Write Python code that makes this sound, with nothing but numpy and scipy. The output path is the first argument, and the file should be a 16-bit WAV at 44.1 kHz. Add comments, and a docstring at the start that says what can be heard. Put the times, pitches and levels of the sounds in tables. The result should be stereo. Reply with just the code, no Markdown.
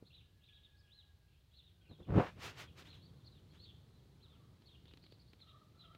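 """A shuddering thump and several brushing strokes sound on the right, followed by small creaks and ticks,
while sparrows chirp and far roosters crow over a low rumble. A phone is held outdoors under a car's
stopped engine. A fingertip seals its right microphone, drags off it by stick-slip friction and brushes
past; the ticks come from the grip on the shell. The birds' voices scatter in the engine bay and yard."""
import sys
import numpy as np
from scipy import signal
from scipy.fft import rfft, irfft, next_fast_len
from scipy.io import wavfile
from scipy.ndimage import uniform_filter1d

SR = 44100
rng = np.random.default_rng(int(sys.argv[2]) if len(sys.argv) > 2 else 0)


def log_audio(samples):
    """Write samples as a 16-bit WAV file to the path given in sys.argv[1]."""
    # one column per channel
    frames = np.atleast_2d(samples).T
    # limit to full scale, then quantise
    limited = np.clip(frames, -1, 1)
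    pcm = np.round(limited * 32767).astype(np.int16)
    wavfile.write(sys.argv[1], SR, pcm)


N = 263277
TIME = np.arange(N) / SR


def undb(db):
    """Decibels to amplitude ratio."""
    return 10 ** (np.asarray(db) / 20)


def unit(x):
    """Normalisation to an rms of 1."""
    return x / np.sqrt(np.mean(x ** 2) + 1e-20)


def curve(rows):
    """Linear interpolation of (time_s, value) rows at every sample."""
    return np.interp(TIME, *np.transpose(rows))


def colour(x, spectrum):
    """Zero-phase filtering by (frequency_hz, gain_db) rows, interpolated in log frequency."""
    size = next_fast_len(x.shape[-1])
    hz, db = np.transpose(spectrum)
    gain = undb(np.interp(np.log(np.fft.rfftfreq(size, 1 / SR) + 1e-9), np.log(hz), db))
    return irfft(rfft(x, size) * gain, size)[..., :x.shape[-1]]


def lowpass(x, hz):
    """Two-pole Butterworth low-pass."""
    return signal.sosfilt(signal.butter(2, min(hz, SR / 2 - 1), fs=SR, output="sos"), x)


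def moving_lowpass(x, hz):
    """Time-varying low-pass: a crossfade between filters half an octave apart."""
    step = 2 * np.log2(np.clip(hz, 20, SR / 2))
    nearby = range(int(step.min()), int(step.max()) + 2)
    return sum(np.maximum(1 - np.abs(step - k), 0) * lowpass(x, 2 ** (k / 2)) for k in nearby)


def wander(rate_hz):
    """Smooth random modulation with an rms of 1."""
    hop = max(int(SR / rate_hz), 1)
    knots = rng.standard_normal(N // hop + 2)
    return unit(uniform_filter1d(np.interp(np.arange(N) / hop, np.arange(len(knots)), knots), hop))


def bell(peak_s, rise_s, fall_s, squareness=1.11):
    """Asymmetric bell-shaped envelope."""
    late_s = TIME - peak_s
    return np.exp(-np.abs(late_s / np.where(late_s < 0, rise_s, fall_s)) ** squareness / 2)


def add(out, start_s, x):
    """Superposition of x on out from start_s."""
    i = int(np.clip(start_s * SR, 0, N - 1))
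    out[..., i:i + x.shape[-1]] += x[..., :N - i]


def yard(x, t60_s, tail_db, scatter_s, scatter_db):
    """Reverberation: each microphone gets the direct path, engine-bay scatter and an outdoor tail."""
    t = np.arange(SR // 2) / SR
    channels = []
    for lag_samples in (9, 0):
        scatter = rng.standard_normal(len(t)) * np.exp(-t / scatter_s)
        tail = rng.standard_normal(len(t)) * (1 - np.exp(-t / .011)) * undb(-60 * t / t60_s)
        response = undb(scatter_db) * scatter / np.linalg.norm(scatter)
        response += undb(tail_db) * tail / np.linalg.norm(tail)
        response[lag_samples] += 1
        channels.append(signal.fftconvolve(x, response / np.linalg.norm(response))[:N])
    return np.array(channels)


def air(level_db=-65.5):
    """Ambient noise: distant rumble, far birds and thin hiss merge into one steady spectrum."""
    # outdoor noise spectrum: frequency_hz, relative_db
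    spectrum = [(25, -18), (58, 4.5), (82, 7), (188, -14), (260, -20), (630, -21), (1000, -25),
                (2000, -25.5), (3000, -25), (4100, -21), (5500, -32), (9000, -42), (15500, -47)]
    return unit(colour(rng.standard_normal((2, N)), spectrum)) * undb(level_db)


def hand():
    """Structure-borne noise: the hand shifting on the phone makes a soft rumble."""
    # envelope of the rumble: time_s, level_db
    levels = [(0, -65), (.5, -71.5), (1.6, -74.5), (2.2, -56), (3.5, -59), (4.3, -60.5), (5.5, -63),
              (5.97, -62)]
    # its spectrum: frequency_hz, relative_db
    spectrum = [(25, -40.5), (60, -2), (100, 4), (160, 1), (240, -11), (380, -11.5), (650, -24),
                (1300, -28), (2500, -42), (6000, -42.5), (15000, -50.5)]
    return unit(colour(rng.standard_normal((2, N)), spectrum)) * undb(curve(levels))


def roosters(sag=.04, flutter_db=3):
    """Harmonic voicing: each far note swells, fades and sags, and pitch jitter makes it hoarse."""
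    # drawn-out notes: start_s, length_s, pitch_hz, level_db, jitter_share
    crows = [(.06, 1.44, 850, -75, .011), (1.4, .8, 788, -81.5, .016), (4.18, .44, 615.4, -80, .088),
             (5.4, .29, 634.4, -65.5, 0.039), (5.72, .31, 667, -68, 0.05)]
    # the throat favours the second partial: harmonic_number, gain_db
    throat = [(1, -12.5), (2, -4.5), (3, -21.5)]
    out = np.zeros(N)
    for start_s, length_s, pitch_hz, level_db, jitter in crows:
        progress = np.clip((TIME - start_s) / length_s, 0, 1)
        hz = pitch_hz * (1 - sag * progress) * (1 + jitter * wander(170))
        phase = 2 * np.pi * np.cumsum(hz) / SR
        voice = sum(undb(db) * np.sin(round(k) * phase) for k, db in throat)
        swell = np.abs(np.sin(np.pi * progress)) ** 1.5
        out += unit(voice) * undb(level_db + flutter_db * wander(45)) * swell
    return yard(out, t60_s=.55, tail_db=0, scatter_s=.006, scatter_db=3.5)


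def flock(count=14, length_s=.09, centre_hz=3790, spread_octaves=.7, level_db=-79.5):
    """Spreading loss leaves the farther sparrows faint: chirp rows at random times and pitches."""
    return [((k + when) / count * N / SR, length_s, centre_hz * 2 ** (spread_octaves * (pitch - .5)),
             level_db, rasp) for k, (when, pitch, rasp) in enumerate(rng.random((count, 3)))]


def chatter(start_s=5.013, period_s=.085, length_s=.056, top_hz=4700, first_db=-70.5, fade_db=1.8):
    """Periodic repetition: chirp rows for one bird's run of raspy, ever fainter notes."""
    return [(start_s + k * period_s, length_s, top_hz, first_db - k * fade_db, 1) for k in range(4)]


def sparrows(warble=.018, flutter_db=3.5, buzz_ratio=.9, buzz_jitter=.1, buzz_db=1.5):
    """Two-voice syrinx: one half whistles a pitch glide; in raspy chirps the other buzzes lower."""
    # chirps that rise and fall: start_s, length_s, top_hz, level_db, rasp_share
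    arches = [(.044, 0.062, 4300, -67, .9), (0.104, .11, 4002, -60.5, 0.9), (0.405, .11, 3937, -64, 1),
              (0.514, 0.072, 3950, -62, 0.9), (0.621, 0.048, 3830, -62, 0.7), (.765, 0.055, 5370, -77, 0.1),
              (0.894, .135, 4230, -61.5, 0), (1.505, 0.12, 4246, -63, 1), (2.849, .115, 4204, -61.5, 1),
              (3.0, 0.097, 4560, -72.5, 0.8), (3.234, 0.06, 4646, -66.5, 0.8), (3.545, .17, 4400, -64, .9),
              (4.205, 0.061, 4014, -66, 0.14), (4.64, 0.055, 4400, -68, 1), (4.853, 0.077, 3950, -68, 1),
              (5.388, 0.044, 4280, -62, 0.4), (5.469, 0.052, 3826, -64, 0.5)]
    # chirps that only fall: start_s, top_hz, level_db
    slurs = [(.828, 3410, -71.5), (1.278, 3200, -76.5), (1.64, 3910, -68), (1.808, 3255, -70),
             (1.89, 4150, -65.5), (1.995, 3660, -66), (2.635, 3660, -68), (3.32, 3950, -70.5),
             (3.635, 3900, -64.5), (4.29, 3640, -72.5), (4.688, 3770, -65.5), (5.788, 4024, -61)]
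    falling = [(start_s, .074, top_hz, level_db, .48) for start_s, top_hz, level_db in slurs]
    thin_whistle = (3.5, .05, 3250.5, -78, 0)
    out = np.zeros(N)
    wobble, flutter, roughness = wander(260), wander(110), wander(620)
    # a glide starts at the foot (-1) or top (0) of its arch; drop is the share of pitch lost in a .1 s chirp
    kinds = [(-1, .32, arches + chatter() + flock()), (0, .28, falling), (-1, .0203, [thin_whistle])]
    for arch_from, drop, chirps in kinds:
        for start_s, length_s, top_hz, level_db, rasp in chirps:
            n = int(length_s * SR)
            progress = np.linspace(0, 1, n)
            span = rng.integers(N // 2) + np.arange(n)
            sweep = drop * (length_s / .1) ** .35  # longer chirps sweep farther
            glide = 1 - sweep * np.abs(np.linspace(arch_from, 1, n)) ** 1.8
            whistle_hz = top_hz * glide * (1 + warble * wobble[span])
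            buzz_hz = buzz_ratio * whistle_hz * (1 + buzz_jitter * roughness[span])
            whistle, buzz = np.sin(2 * np.pi * np.cumsum([whistle_hz, buzz_hz], axis=1) / SR)
            # the chirp starts clean, turns raspy in the middle and leans on its second half
            voice = whistle + rasp * undb(buzz_db) * np.sin(np.pi * progress) * buzz
            swell = (progress * np.sqrt(1 - progress)) ** .3 * undb(flutter_db * flutter[span])
            add(out, start_s, undb(level_db) * unit(swell * voice))
    return yard(out, t60_s=.5, tail_db=-1.5, scatter_s=.007, scatter_db=2)


def grip(crack_decay_s=.0037, thud_hz=330, thud_decay_s=.0032, thud_share=.1):
    """Impulse response of the gripped shell: each creak is a dry crack over a short, damped thud."""
    # creaks: start_s, peak_db, left_minus_right_db
    ticks = [(2.822, -45, 9), (4.621, -59.5, -18), (4.855, -54, -10), (4.881, -54.5, -17),
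             (4.911, -54, -17), (4.937, -54, -20.5), (4.973, -52.5, -18), (5.039, -50, -14),
             (5.0638, -51.5, -13), (5.123, -52, -18), (5.333, -44, 1.5), (5.403, -52, 2), (5.949, -50, -14)]
    # response of the shell: frequency_hz, relative_db
    shell = [(80, -11), (300, 14), (700, -8), (1300, -10), (2500, -4), (4000, 0), (6500, -30), (15000, -51)]
    out = np.zeros((2, N))
    t = np.arange(SR // 16) / SR
    for start_s, peak_db, pan_db in ticks:
        crack = colour(rng.standard_normal((2, len(t))) * np.exp(-t / crack_decay_s), shell)
        thud = np.sin(2 * np.pi * thud_hz * rng.uniform(1, 1.42) * t) * np.exp(-t / thud_decay_s)
        tick = crack / np.abs(crack).max() + thud_share * thud
        add(out, start_s, tick * undb(peak_db + np.array([[pan_db], [-pan_db]]) / 2))
    return out


def sealed_port(outdoors, corner_hz=500, leak_db=-23):
    """Occlusion: the covered port passes mostly bass, plus a weak broadband leak."""
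    # closure of the right port: time_s, sealed_share
    closure = [(0, 0.81), (2.2, 0.73), (2.4, 0.4), (2.75, 0.03), (2.85, 0)]
    seal = np.clip(curve(closure), 0, 1)
    muffled = lowpass(outdoors, corner_hz) + undb(leak_db) * outdoors
    return (1 - seal) * outdoors + seal * muffled


def rub(corner_hz, catches_per_cycle=4, spread_db=2.5):
    """Stick-slip friction of skin ridges at an even level: a lower corner gives sparser, duller slips."""
    # response of the microphone duct: frequency_hz, relative_db
    duct = [(25, -26), (50, -11), (100, -0.5), (170, -3), (240, -7.5), (340, -2), (520, -2.5), (750, -2.5),
            (1400, -1), (2800, -1.8), (5000, -7.5), (10000, -12.5), (16000, -0.5)]
    slips = (rng.random(N) < catches_per_cycle * corner_hz / SR) * rng.choice([-1, 1], N)
    friction = slips * undb(spread_db * rng.standard_normal(N)) + .11 * rng.standard_normal(N)
    ducted = colour(moving_lowpass(friction, corner_hz), duct)
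    return ducted / np.sqrt(uniform_filter1d(ducted ** 2, size=1300) + 1e-20)


def finger_nudges(corner_hz=182):
    """Friction in short, dull bursts as the fingertip shifts while pressed flat."""
    # small shifts: peak_s, level_db
    nudges = [(.03, -53), (1.912, -44), (2.008, -45), (2.381, -45)]
    envelope = sum(undb(db) * bell(peak_s, rise_s=.0063, fall_s=.0098) for peak_s, db in nudges)
    return envelope * rub(np.full(N, corner_hz))


def finger_drag(flat_hz=212, lift_s=2.163, octaves_per_s=29, lifted_hz=1950, gain_db=3.7):
    """Sliding friction: dull while the finger lies flat, brightening as it lifts off the port."""
    # envelope of the drag: time_s, relative_db
    levels = [(2.065, -59.5), (2.096, -35), (2.14, -31.5), (2.165, -24.5), (2.203, -26.5), (2.24, -40.5),
              (2.29, -51), (2.335, -73.5)]
    sliding = uniform_filter1d(1. * ((TIME > levels[0][0]) & (TIME < levels[-1][0])), size=600)
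    corner_hz = np.minimum(flat_hz * 2 ** (octaves_per_s * np.clip(TIME - lift_s, 0, 1)), lifted_hz)
    return sliding * undb(curve(levels) + gain_db) * rub(corner_hz)


def finger_brushes(full_speed_hz=6290, fall_over_rise=1.32):
    """Grazing friction: level and bandwidth grow with the speed of the passing finger."""
    # strokes across the port: peak_s, rise_s, level_db
    strokes = [(2.212, 0.054, -54.5), (2.453, 0.03, -41.5), (2.604, .023, -45), (2.793, 0.017, -51.5),
               (2.871, 0.02, -58.5), (2.953, 0.021, -64.5), (3.551, .016, -64.5)]
    speed, envelope = np.zeros((2, N))
    for peak_s, rise_s, level_db in strokes:
        stroke = bell(peak_s, rise_s, rise_s * fall_over_rise, squareness=1.82)
        speed += stroke
        envelope += undb(level_db) * stroke
    return envelope * rub(full_speed_hz * np.clip(speed, .01, 1) ** .23)


def finger_thumps():
    """Compression of trapped air: each jerk of the skin makes a pressure peak between two troughs."""
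    # jerks: peak_s, peak_db, pitch_hz
    jerks = [(0.0268, -41, 300), (2.1577, -21.5, 125), (2.168, -17, 167), (2.179, -13.5, 116.5),
             (2.185, -11.5, 273)]
    out = np.zeros(N)
    t = np.arange(-SR // 64, SR // 64) / SR
    for peak_s, peak_db, pitch_hz in jerks:
        phase_squared = (np.pi * pitch_hz * t) ** 2
        add(out, peak_s + t[0], undb(peak_db) * (1 - 2 * phase_squared) * np.exp(-phase_squared))
    return out


def scene(hiss_db=-83):
    """Superposition at two microphones; the fingertip muffles and rubs the right one alone."""
    left, right = air() + sparrows() + roosters()
    fingertip = finger_nudges() + finger_drag() + finger_brushes() + finger_thumps()
    right = sealed_port(right) + fingertip
    return np.array([left, right]) + hand() + grip() + undb(hiss_db) * rng.standard_normal((2, N))


def record(dry):
    """Band limiting: the phone's steep low-pass cuts the top of the treble."""
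    cutoff_hz = 15750
    return signal.sosfilt(signal.ellip(10, .2, 70, cutoff_hz, fs=SR, output="sos"), dry)


dry = scene()
out = record(dry)
log_audio(out)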